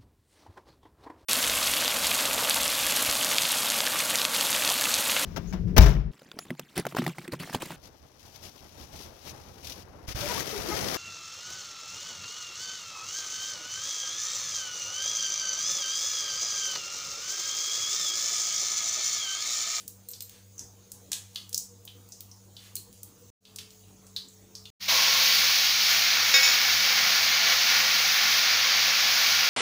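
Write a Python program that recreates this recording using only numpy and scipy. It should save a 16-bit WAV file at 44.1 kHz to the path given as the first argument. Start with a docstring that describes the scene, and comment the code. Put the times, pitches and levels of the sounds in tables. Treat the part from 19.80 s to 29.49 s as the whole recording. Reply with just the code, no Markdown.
"""A tiled home kitchen at one close microphone, in three shots with silence between them.
A fan hums as beating tones; a gas flame hisses steadily over rumbling air, both finely patchy noise.
Bangles click and utensils tap, as short cracks followed by dying noise, and a gas knob snaps over.
Chopped gourd tumbles into a steel wok and fries loudly: dense noise bursts coloured by the bowl.
A metal spoon drops into the wok, bounces and scrapes: ringing modes with short rasps."""
import sys
import numpy as np
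from scipy import signal
from scipy.fft import rfft, irfft
from scipy.io import wavfile
from scipy.ndimage import uniform_filter1d

SR = 44100
rng = np.random.default_rng(int(sys.argv[2]) if len(sys.argv) > 2 else 0)


def materialize(psi):
    """Save the field psi as 16-bit PCM at rate SR to the path in sys.argv[1].

    A 1-D psi becomes a single channel; in a 2-D psi each row is a channel.
    """
    bounded = np.clip(np.atleast_2d(psi).T, -1, 1)
    quanta = np.round(bounded * 32767).astype(np.int16)
    wavfile.write(sys.argv[1], SR, quanta)


N = 427329
TIME = np.arange(N) / SR
FREQS = np.fft.rfftfreq(N, 1 / SR)
SHEEN_HZ = 14200  # above this the very top of the frying and the clicks stands out
HEAP_S = 5.076  # the heap of gourd slides into the oil

# Spectrum of the sizzle. Each row: frequency in Hz, relative level in dB.
SIZZLE = [(60, -41), (230, -15.5), (350, -25), (500, -14), (800, -5.5), (1400, -2), (2200, 2.5), (3000, 0),
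          (4500, 2.5), (5700, 0.5), (6600, -5), (7300, -18.5), (8100, -27), (11000, -21.5), (13900, -21)]
# The bowl of the wok colours the frying. Each row: frequency in Hz, width in Hz, gain in dB.
WOK_RESONANCES = [(525, 28, 4), (593, 18, -12), (786, 9.8, 4.5), (966, 175, -4), (1090, 18, 6.5),
                  (1380, 28, 0), (1408, 46, 5), (1720, 42, 3), (2262, 65, 4), (3380, 60, 0.5)]
BUBBLES_PER_S, BUBBLE_SPREAD_DB = 15000, 1.5
SHEEN_WIDTH_HZ, SHEEN_DB = 100, 11
# a few pieces reach the oil ahead of the heap
FIRST_PIECES_S, FIRST_PIECES_DB, FIRST_RISE_S = 4.995, -12.5, 0.036
HEAP_RISE_S = 0.013
FRY_DB, FRY_SWAY_DB = -23.5, .3  # steady sizzle and its slow unrest
FLASH_DB, FLASH_PEAK_S, FLASH_WIDTH_S = 1.55, 5.45, 0.25  # surface water flashes to steam
# bubbling deepens as juice seeps out; levels are relative to the sizzle
BODY_WET_DB, BODY_SETTLED_DB, BODY_SWAY_DB = -14.5, -9.5, 0.57
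JUICE_S, JUICE_SPREAD_S = 6.25, 0.41
# fine spray thins as the oil cools; levels are relative to the sizzle
SPRAY_FRESH_DB, SPRAY_SETTLED_DB, SPRAY_SWAY_DB, SPRAY_FADE_S = -10, -13, 0.8, 2.15


def frying():
    """Thousands of steam bubbles burst each second; the bowl of the wok colours them."""
    flash_db = FLASH_DB * np.exp(-((TIME - FLASH_PEAK_S) / FLASH_WIDTH_S) ** 2)
    level_db = FRY_DB + flash_db + FRY_SWAY_DB * sway(per_s=5.5)
    juice = (1 + np.tanh((TIME - JUICE_S) / JUICE_SPREAD_S)) / 2
    fresh = np.exp(-np.maximum(TIME - HEAP_S, 0) / SPRAY_FADE_S)
    body_db = BODY_WET_DB + (BODY_SETTLED_DB - BODY_WET_DB) * juice
    body_db = body_db + BODY_SWAY_DB * sway(per_s=4.9)
    spray_db = SPRAY_SETTLED_DB + (SPRAY_FRESH_DB - SPRAY_SETTLED_DB) * fresh
    spray_db = spray_db + SPRAY_SWAY_DB * sway(per_s=3.5)

    bubbles = room(pops(BUBBLES_PER_S, BUBBLE_SPREAD_DB), wet_db=-3.5)
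    bursts = rfft(bubbles + 0.97 * rng.standard_normal(N))
    sheen = (1 + np.tanh((FREQS - SHEEN_HZ) / SHEEN_WIDTH_HZ / 2)) / 2
    colour = amp(read(SIZZLE, FREQS) + SHEEN_DB * sheen)
    for hz, width, db in WOK_RESONANCES:
        colour = colour * amp(db / (1 + (2 * (FREQS - hz) / width) ** 2))

    low, high = 1 - above(FREQS, 2390), above(FREQS, 7100, order=24)
    body = band(bursts, colour * low, 500, 1800)
    hiss = band(bursts, colour * (1 - low - high), 2000, 7000)
    spray = band(bursts, colour * high, 9000, 15500)
    first_pieces = amp(FIRST_PIECES_DB) * rise(FIRST_PIECES_S, FIRST_RISE_S)
    in_oil = np.maximum(first_pieces, rise(HEAP_S, HEAP_RISE_S))
    return in_oil * amp(level_db) * (hiss + amp(body_db) * body + amp(spray_db) * spray)


# Ringing of the steel wok. Each row: frequency in Hz, relative level in dB, undamped t60 in seconds.
WOK_MODES = [(470, -19, .4), (525, -15, .4), (784, -22, .4), (1114, -12, .55), (1400, -18, .4),
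             (1448, -7, .35), (1626, -7, .45), (1911, -4, .38), (2229, 1, .45), (3187, -12, .1),
             (3704, 4, .18), (4630, -11, .26), (5114, 1, .45), (5722, -13, .35), (6293, -9, .25),
             (6600, -10, .2), (6783, -10, .2)]
# pieces thud on the steel while the bowl empties
POUR_DB, POUR_HOLD_S, POUR_FADE_DB_PER_S = -39, 0.29, 32
POUR_DAMPING = .22  # the sliding heap cuts the wok's ring to this share of its length


def pouring():
    """Soft wet pieces thud on the steel and wake only its low modes."""
    level_db = POUR_DB - POUR_FADE_DB_PER_S * np.maximum(TIME - HEAP_S - POUR_HOLD_S, 0)
    thud = tinted(2048, lambda f: hump(f, 790, octaves=1.24)) * np.exp(-TIME[:2048] / 0.0085)
    blows = signal.oaconvolve(pops(per_s=700, spread_db=1.5), thud)[:N]
    damped_modes = [(hz, db, t60 * POUR_DAMPING) for hz, db, t60 in WOK_MODES[:5]]
    rung = signal.oaconvolve(blows, ring(damped_modes))[:N]
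    return amp(level_db) * rise(HEAP_S, HEAP_RISE_S) * (unit(blows) + 0.85 * unit(rung))


# The spoon landing, bouncing and sliding. Each row: start in seconds, then the relative levels
# in dB of the wok's ring, the spoon's ring and the contact noise.
SPOON_BLOWS = [(6.5393, -19.5, -13.5, -24), (6.55, -31, -31, -29), (6.569, -39, -32, -32),
               (6.63, -31, -13, -30), (6.633, -40, -23, -34), (6.659, -39, -22, -34),
               (6.675, -34, -26, -21), (6.688, -43, -20, -36)]
# Ringing of the spoon. Each row: frequency in Hz, relative level in dB, t60 in seconds.
SPOON_MODES = [(2536, -6, .3), (3876, -14, .25), (5270, -5, .03), (5416, -4, .27), (5480, 0, .025),
               (6132, -13, .25), (6928, -10, .2)]


def spoon():
    """Each blow rings wok and spoon, with a short rasp as the metal slides."""
    out, t = np.zeros(N), TIME[:4096]
    times, wok_db, spoon_db, rasp_db = np.transpose(SPOON_BLOWS)
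    add(out, times[0], battered(WOK_MODES, times, wok_db) + battered(SPOON_MODES, times, spoon_db))
    for s, db in zip(times, rasp_db):
        rasp = tinted(len(t), lambda f: amp(read(SIZZLE, f))) * np.exp(-t / 0.0085)
        add(out, s, amp(db) * rasp)
    return room(out * amp(-1), wet_db=-10)


def battered(modes, times, levels_db):
    """A body struck again and again: each blow adds energy to every mode."""
    t = TIME[:SR]
    since = t - (times - times[0])[:, None]
    blows = amp(levels_db)[:, None] * np.clip(since / 0.0012, 0, 1)  # the food cushions the contact
    out = np.zeros(len(t))
    for hz, db, t60 in modes:
        decay_db = db - 60 * np.maximum(since, 0) / t60
        energy = np.sum((blows * amp(decay_db)) ** 2, axis=0)
        out += np.sqrt(energy) * np.sin(2 * np.pi * (hz * t + rng.random()))
    return out


# Bangles clicking on the wrist. Each row: start in seconds, relative level in dB, centre in Hz,
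# relative top treble in dB.
BANGLES = [(.0786, -18.5, 7000, 1.5), (.2872, -33, 7760, -12), (.3134, -38, 8220, -10),
           (.4062, -21, 5040, -6), (0.422, -32, 8450, -7), (.495, -29, 4080, 3), (1.118, -24.5, 7550, -9),
           (1.693, -30, 6960, -3), (1.729, -23, 5960, -21), (1.745, -11, 5570, -14),
           (1.7776, -10.5, 6300, -11), (2.0517, -27, 6700, 11), (2.2887, -34, 6410, 6),
           (2.4065, -21.5, 4420, 6), (2.9547, -15, 8360, -8), (2.965, -22, 4400, 1), (3.2316, -23, 8470, 0),
           (3.76, -24.5, 6000, -12)]
# A bangle left free to ring. Each row: start in seconds, relative level in dB.
CHIMES = [(.287, -39), (.314, -44), (.422, -40)]
# Its ringing. Each row: frequency in Hz, relative level in dB, t60 in seconds.
BANGLE_MODES = [(4170, -7, 0.061), (7321, -6, .05), (7650, -1, 0.044), (8400, 1.5, .04), (11680, -9, .05),
                (12300, 2, 0.051), (13120, -3, .06), (14500, 6, .05)]
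# The gas knob snapping over. Each row: start in seconds, relative level in dB, centre in Hz,
# width in octaves, relative top treble in dB, t60 in seconds.
KNOB = [(1.3175, -17.5, 6230, .6, -22, .014), (1.318, -26.5, 2620, 2.3, -30, 0.011),
        (1.3298, -17.5, 6550, 0.65, -19, .016), (1.33, -21.5, 3620, 0.56, -30, 0.028)]
# Utensils tapping and clinking. Each row: start in seconds, relative level in dB, centre in Hz,
# width in octaves, t60 in seconds.
TAPS = [(0.334, -36.5, 5000, .62, 0.058), (.7796, -38, 6300, 0.13, 0.058), (.7921, -30, 6100, 0.28, .039),
        (1.5584, -21.5, 3800, 0.41, 0.0053), (2.0768, -36, 3330, 0.36, .029),
        (2.3208, -38.5, 5800, 0.41, 0.08), (2.514, -42, 5530, .21, 0.037), (2.7661, -38, 3800, 0.45, .042),
        (3.652, -40, 3680, 0.6, .03), (3.7858, -30, 3870, 0.89, .038), (3.905, -46, 4730, 0.89, .035),
        (4.2667, -45.5, 6500, .77, .038), (4.363, -24.5, 4020, 0.25, 0.063), (4.4844, -44, 7250, .22, .035),
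        (4.752, -34, 5200, 0.36, 0.046), (4.8543, -37, 3570, 0.46, .039), (2.9665, -34, 4250, 0.065, 0.033)]
# Sleeve and hand brushing past. Each row: start in seconds, length in seconds,
# relative level in dB, centre in Hz.
BRUSHES = [(-.06, 0.094, -46, 6100), (0.435, 0.21, -60, 3540), (1.379, 0.34, -63.5, 4960),
           (2.74, 0.21, -56.5, 3500)]
BANGLE_OCTAVES, BANGLE_T60_S = 0.87, 0.019  # one ring length for all bangle clicks
BANGLE_HARD_DB, BANGLE_HARD_OCTAVES = -15, .42  # a hard click brings out the main resonance
TAP_TOP_DB = -28  # relative top treble of every tap
CRACK_DB, CRACK_OCTAVES, CRACK_T60_S = -11, 2.2, .011  # each tap opens with a brief broad crack


def handling():
    """Bangles, gas knob, utensils and a sleeve, heard with the room."""
    bangles = []
    for s, db, hz, top_db in BANGLES:
        octaves = BANGLE_HARD_OCTAVES if db > BANGLE_HARD_DB else BANGLE_OCTAVES
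        bangles.append((s, db, hz, octaves, top_db, BANGLE_T60_S))
    wrist = clicks(bangles, crest_db=-5.5, treble_db=-5.5, contact_s=0.00056, body_db=-9)
    for s, db in CHIMES:
        add(wrist, s, amp(db) * ring(BANGLE_MODES))

    stove = clicks(KNOB, crest_db=-6, treble_db=-9, contact_s=0.0026, body_db=-16)

    taps = [(s, db, hz, octaves, TAP_TOP_DB, t60) for s, db, hz, octaves, t60 in TAPS]
    taps += [(s, db + CRACK_DB, hz, CRACK_OCTAVES, TAP_TOP_DB, CRACK_T60_S) for s, db, hz, _, _ in TAPS]
    things = clicks(taps, crest_db=-2.0, treble_db=-13.5, contact_s=0.0016, body_db=0)
    for s, length, db, hz in BRUSHES:
        rub = tinted(SR // 2, lambda f: hump(f, hz, octaves=1.7))[:round(length * SR)]
        add(things, s, amp(db) * rub * np.hanning(len(rub)))
    return room(wrist, wet_db=-4.5) + room(stove, wet_db=-2.5) + room(things, wet_db=-1.0)


def clicks(rows, crest_db, treble_db, contact_s, body_db):
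    """Hard contacts: a short crack, then dying noise for the crowded modes of a small object."""
    out, t = np.zeros(N), TIME[:4096]
    f = np.fft.rfftfreq(len(t), 1 / SR)
    for s, db, hz, octaves, top_db, t60 in rows:
        sheen = 1 + 3 * above(f, SHEEN_HZ, order=40)
        top = amp(top_db + treble_db) * above(f, 5600, order=4) * sheen
        colour = hump(f, hz, octaves) + top
        crack = np.exp(-t / contact_s)
        body = amp(body_db - 60 * t / max(t60, .003))
        envelope = (crack + body) * (1 - np.exp(-t / 0.00041)) ** 2
        burst = rfft(rng.standard_normal(len(t)) * envelope / envelope.max())
        # a sharp contact drives all frequencies about equally
        power = abs(burst) ** 2
        burst *= np.sqrt(np.mean(power) / uniform_filter1d(power, size=60))
        lead = 256  # samples kept ahead of the contact, as the colouring spreads both ways
        click = np.roll(irfft(burst * unit(colour)), lead)
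        add(out, s - lead / SR, amp(db + crest_db) * click)
    return out


# Spectrum of the kitchen background. Each row: frequency in Hz, relative level in dB.
KITCHEN = [(20, -18), (70, 0.5), (160, -2.5), (320, -4), (550, -9.5), (1100, -12.5), (1700, -17),
           (2500, -15.5), (3200, -12), (5700, -9.5), (6500, -1.5), (8300, -11), (13800, -18.5), (15100, -4)]
RUMBLE_DB, RUMBLE_SWAY_DB, FLAME_DB, FLAME_SWAY_DB = -67.5, 1.5, -62.5, -0.5
DRONE_HZ, DRONE_DB, DRONE_SWAY_DB = 481, -69, 3.2  # a wavering drone in the air of the first shot
OIL_TICKS_DB, AWAY_DB = -72.5, -8  # the oil is farther off in the second shot


def background():
    """Moving air rumbles and drones, the gas flame hisses and the hot oil ticks."""
    rumble_db = RUMBLE_DB + RUMBLE_SWAY_DB * sway(per_s=4.7)
    hiss_db = FLAME_DB + FLAME_SWAY_DB * sway(per_s=3.4)
    noise, high = rfft(rng.standard_normal(N)), above(FREQS, 1540, order=4)
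    colour = amp(read(KITCHEN, FREQS))
    rumble = band(noise, colour * (1 - high), 230, 1500)
    hiss = band(noise, colour * high, 2500, 15000)
    air_and_flame = patchy(amp(rumble_db) * rumble + amp(hiss_db) * hiss)

    drone_level = amp(DRONE_DB + DRONE_SWAY_DB * sway(per_s=12)) * (TIME < SHOTS[0][1])
    drone = drone_level * tinted(N, lambda f: hump(f, DRONE_HZ, octaves=0.038))

    tick_train = rfft(pops(per_s=150, spread_db=7.5))
    ticks = unit(irfft(tick_train * hump(FREQS, 7000, octaves=1.3), N))
    away = (TIME > SHOTS[1][0]) * (TIME < SHOTS[1][1])
    return air_and_flame + drone + room(amp(OIL_TICKS_DB + AWAY_DB * away) * ticks, wet_db=2)


def patchy(x):
    """Lets narrow patches of the spectrum swell and fade by chance."""
    z = signal.stft(x, nperseg=1024, noverlap=768)[2]
    patches = uniform_filter1d(rng.standard_normal(z.shape), size=8, axis=0)
    patches = uniform_filter1d(patches, size=11, axis=1, mode="wrap")
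    depth_db = 2.8
    return signal.istft(z * amp(depth_db * unit(patches)), nperseg=1024, noverlap=768)[1][:N]


# Throb of the hum, one row per shot. Each row: time of one swell in seconds, swells per second.
THROBS = [(.171, 3.9), (3.805, 3.83), (5.123, 3.84)]
# Tones of the hum, one row per shot. Each row: mean levels in dB of the mains, the fan's turn,
# its blades, their overtone and the whine.
HUM = [(-59, -80, -65.5, -64.5, -94), (-63, -77, -65.5, -63.5, -67.5), (-61, -77, -63, -59.5, -90)]
MAINS_HZ, WHINE_ORDER = 100, 9  # the whine is this multiple of the fan's turn


def hum(throb, levels):
    """The fan slips behind the mains, so their tones beat about four times a second."""
    swell_s, beat_hz = throb
    blade_hz = MAINS_HZ - beat_hz
    turn_hz = blade_hz / 2
    tones_hz = [MAINS_HZ, turn_hz, blade_hz, 2 * blade_hz, WHINE_ORDER * turn_hz]
    knots, out = np.linspace(0, 10, 70), np.zeros(N)  # seconds
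    for hz, db in zip(tones_hz, levels):
        waver_db = 2.2 * np.interp(TIME, knots, rng.standard_normal(len(knots)))
        out += amp(db + waver_db) * np.sqrt(2) * np.cos(2 * np.pi * hz * (TIME - swell_s))
    return out


# Decay of the tiled kitchen. Each row: frequency in Hz, t60 in seconds.
ROOM = [(200, 0.79), (1500, 0.49), (4000, 0.28), (8000, 0.32), (15000, 0.24)]


def room(x, wet_db):
    """Tiled kitchen: dense taps of random sign, fading at a rate set for each frequency."""
    count = SR // 2
    taps = rng.choice([-1., 1.], count) * (rng.random(count) < .15) * (TIME[:count] > .004)
    hz, t, z = signal.stft(taps, SR, nperseg=256)
    tail = signal.istft(z * amp(-60 * t / read(ROOM, hz)[:, None]), SR, nperseg=256)[1]
    return x + amp(wet_db) * signal.oaconvolve(x, tail / np.linalg.norm(tail))[:N]


def pops(per_s, spread_db):
    """A random train of bursts, most small and a few large."""
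    size = amp(spread_db * np.minimum(rng.exponential(1, N), 5))
    return unit(size * rng.standard_normal(N) * (rng.random(N) < per_s / SR))


def ring(modes):
    """One blow on a body: dying sines of random phase."""
    t, out = TIME[:SR * 2 // 3], 0
    for hz, db, t60 in modes:
        out = out + amp(db - 60 * t / t60) * np.sin(2 * np.pi * (hz * t + rng.random()))
    return out


def tinted(count, shape):
    """Noise of rms 1 with random phases and the spectrum shape(f)."""
    f = np.fft.rfftfreq(count, 1 / SR)
    return unit(irfft(shape(f) * np.exp(2j * np.pi * rng.random(len(f))), count))


def band(spectrum, shape, lo, hi):
    """Shaped sound whose rms between lo and hi in Hz is 1."""
    z = spectrum * shape
    inside = (FREQS > lo) & (FREQS < hi)
    return irfft(z, N) * N / np.sqrt(2 * np.sum(abs(z[inside]) ** 2))


def hump(f, centre_hz, octaves):
    """A broad resonance, steep below its centre and gentler above."""
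    away = np.log2((f + 1) / centre_hz) / octaves
    return 1 / (1 + away ** 2) ** np.where(away < 0, 1.7, 1.3)


def above(f, edge_hz, order=8):
    """Smooth share of each frequency that lies above an edge."""
    return 1 - 1 / (1 + (f / edge_hz) ** order)


def read(points, hz):
    """Reads a spectrum on a log-frequency axis."""
    f, value = np.transpose(points)
    return np.interp(np.log(hz + 1), np.log(f + 1), value)


def sway(per_s):
    """Slow random drift of rms 1, up to about this many swings a second."""
    return unit(irfft(rfft(rng.standard_normal(N)) * (1 - above(FREQS, per_s, order=4)), N))


def rise(start_s, length_s):
    """Goes from 0 to 1, starting at a time."""
    return np.clip((TIME - start_s) / length_s, 0, 1)


def amp(db):
    """Decibels to gain."""
    return 10 ** (np.asarray(db) / 20)


def unit(x):
    """Scales to rms 1."""
    return x / np.sqrt(np.mean(x ** 2) + 1e-20)


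def add(mix, s, sound):
    """Adds a sound at a time in seconds, trimmed to the ends of the mix."""
    at = round(s * SR)
    sound = sound[max(-at, 0):]
    part = mix[max(at, 0):][:len(sound)]
    part += sound[:len(part)]


# The three shots, with silence between them. Each row: start, end and fade-in, all in seconds.
SHOTS = [(0, 3.502, .002), (3.605, 4.903, .1), (4.997, 9.7, .015)]


def scene():
    """All sources at one close microphone, cut into shots and sent alike to both channels."""
    kitchen = handling() + frying() + pouring() + spoon() + background()
    out = np.zeros(N)
    for (start, end, fade), throb, levels in zip(SHOTS, THROBS, HUM):
        out += rise(start, fade) * (TIME < end) * (kitchen + hum(throb, levels))
    return np.array([out, out])


def record(dry):
    """A steep band limit at 15.6 kHz."""
    lowpass = signal.firwin(601, 15600, window=("kaiser", 8), fs=SR)
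    return signal.oaconvolve(dry, lowpass[None], "same")


dry = scene()
out = record(dry)
materialize(out)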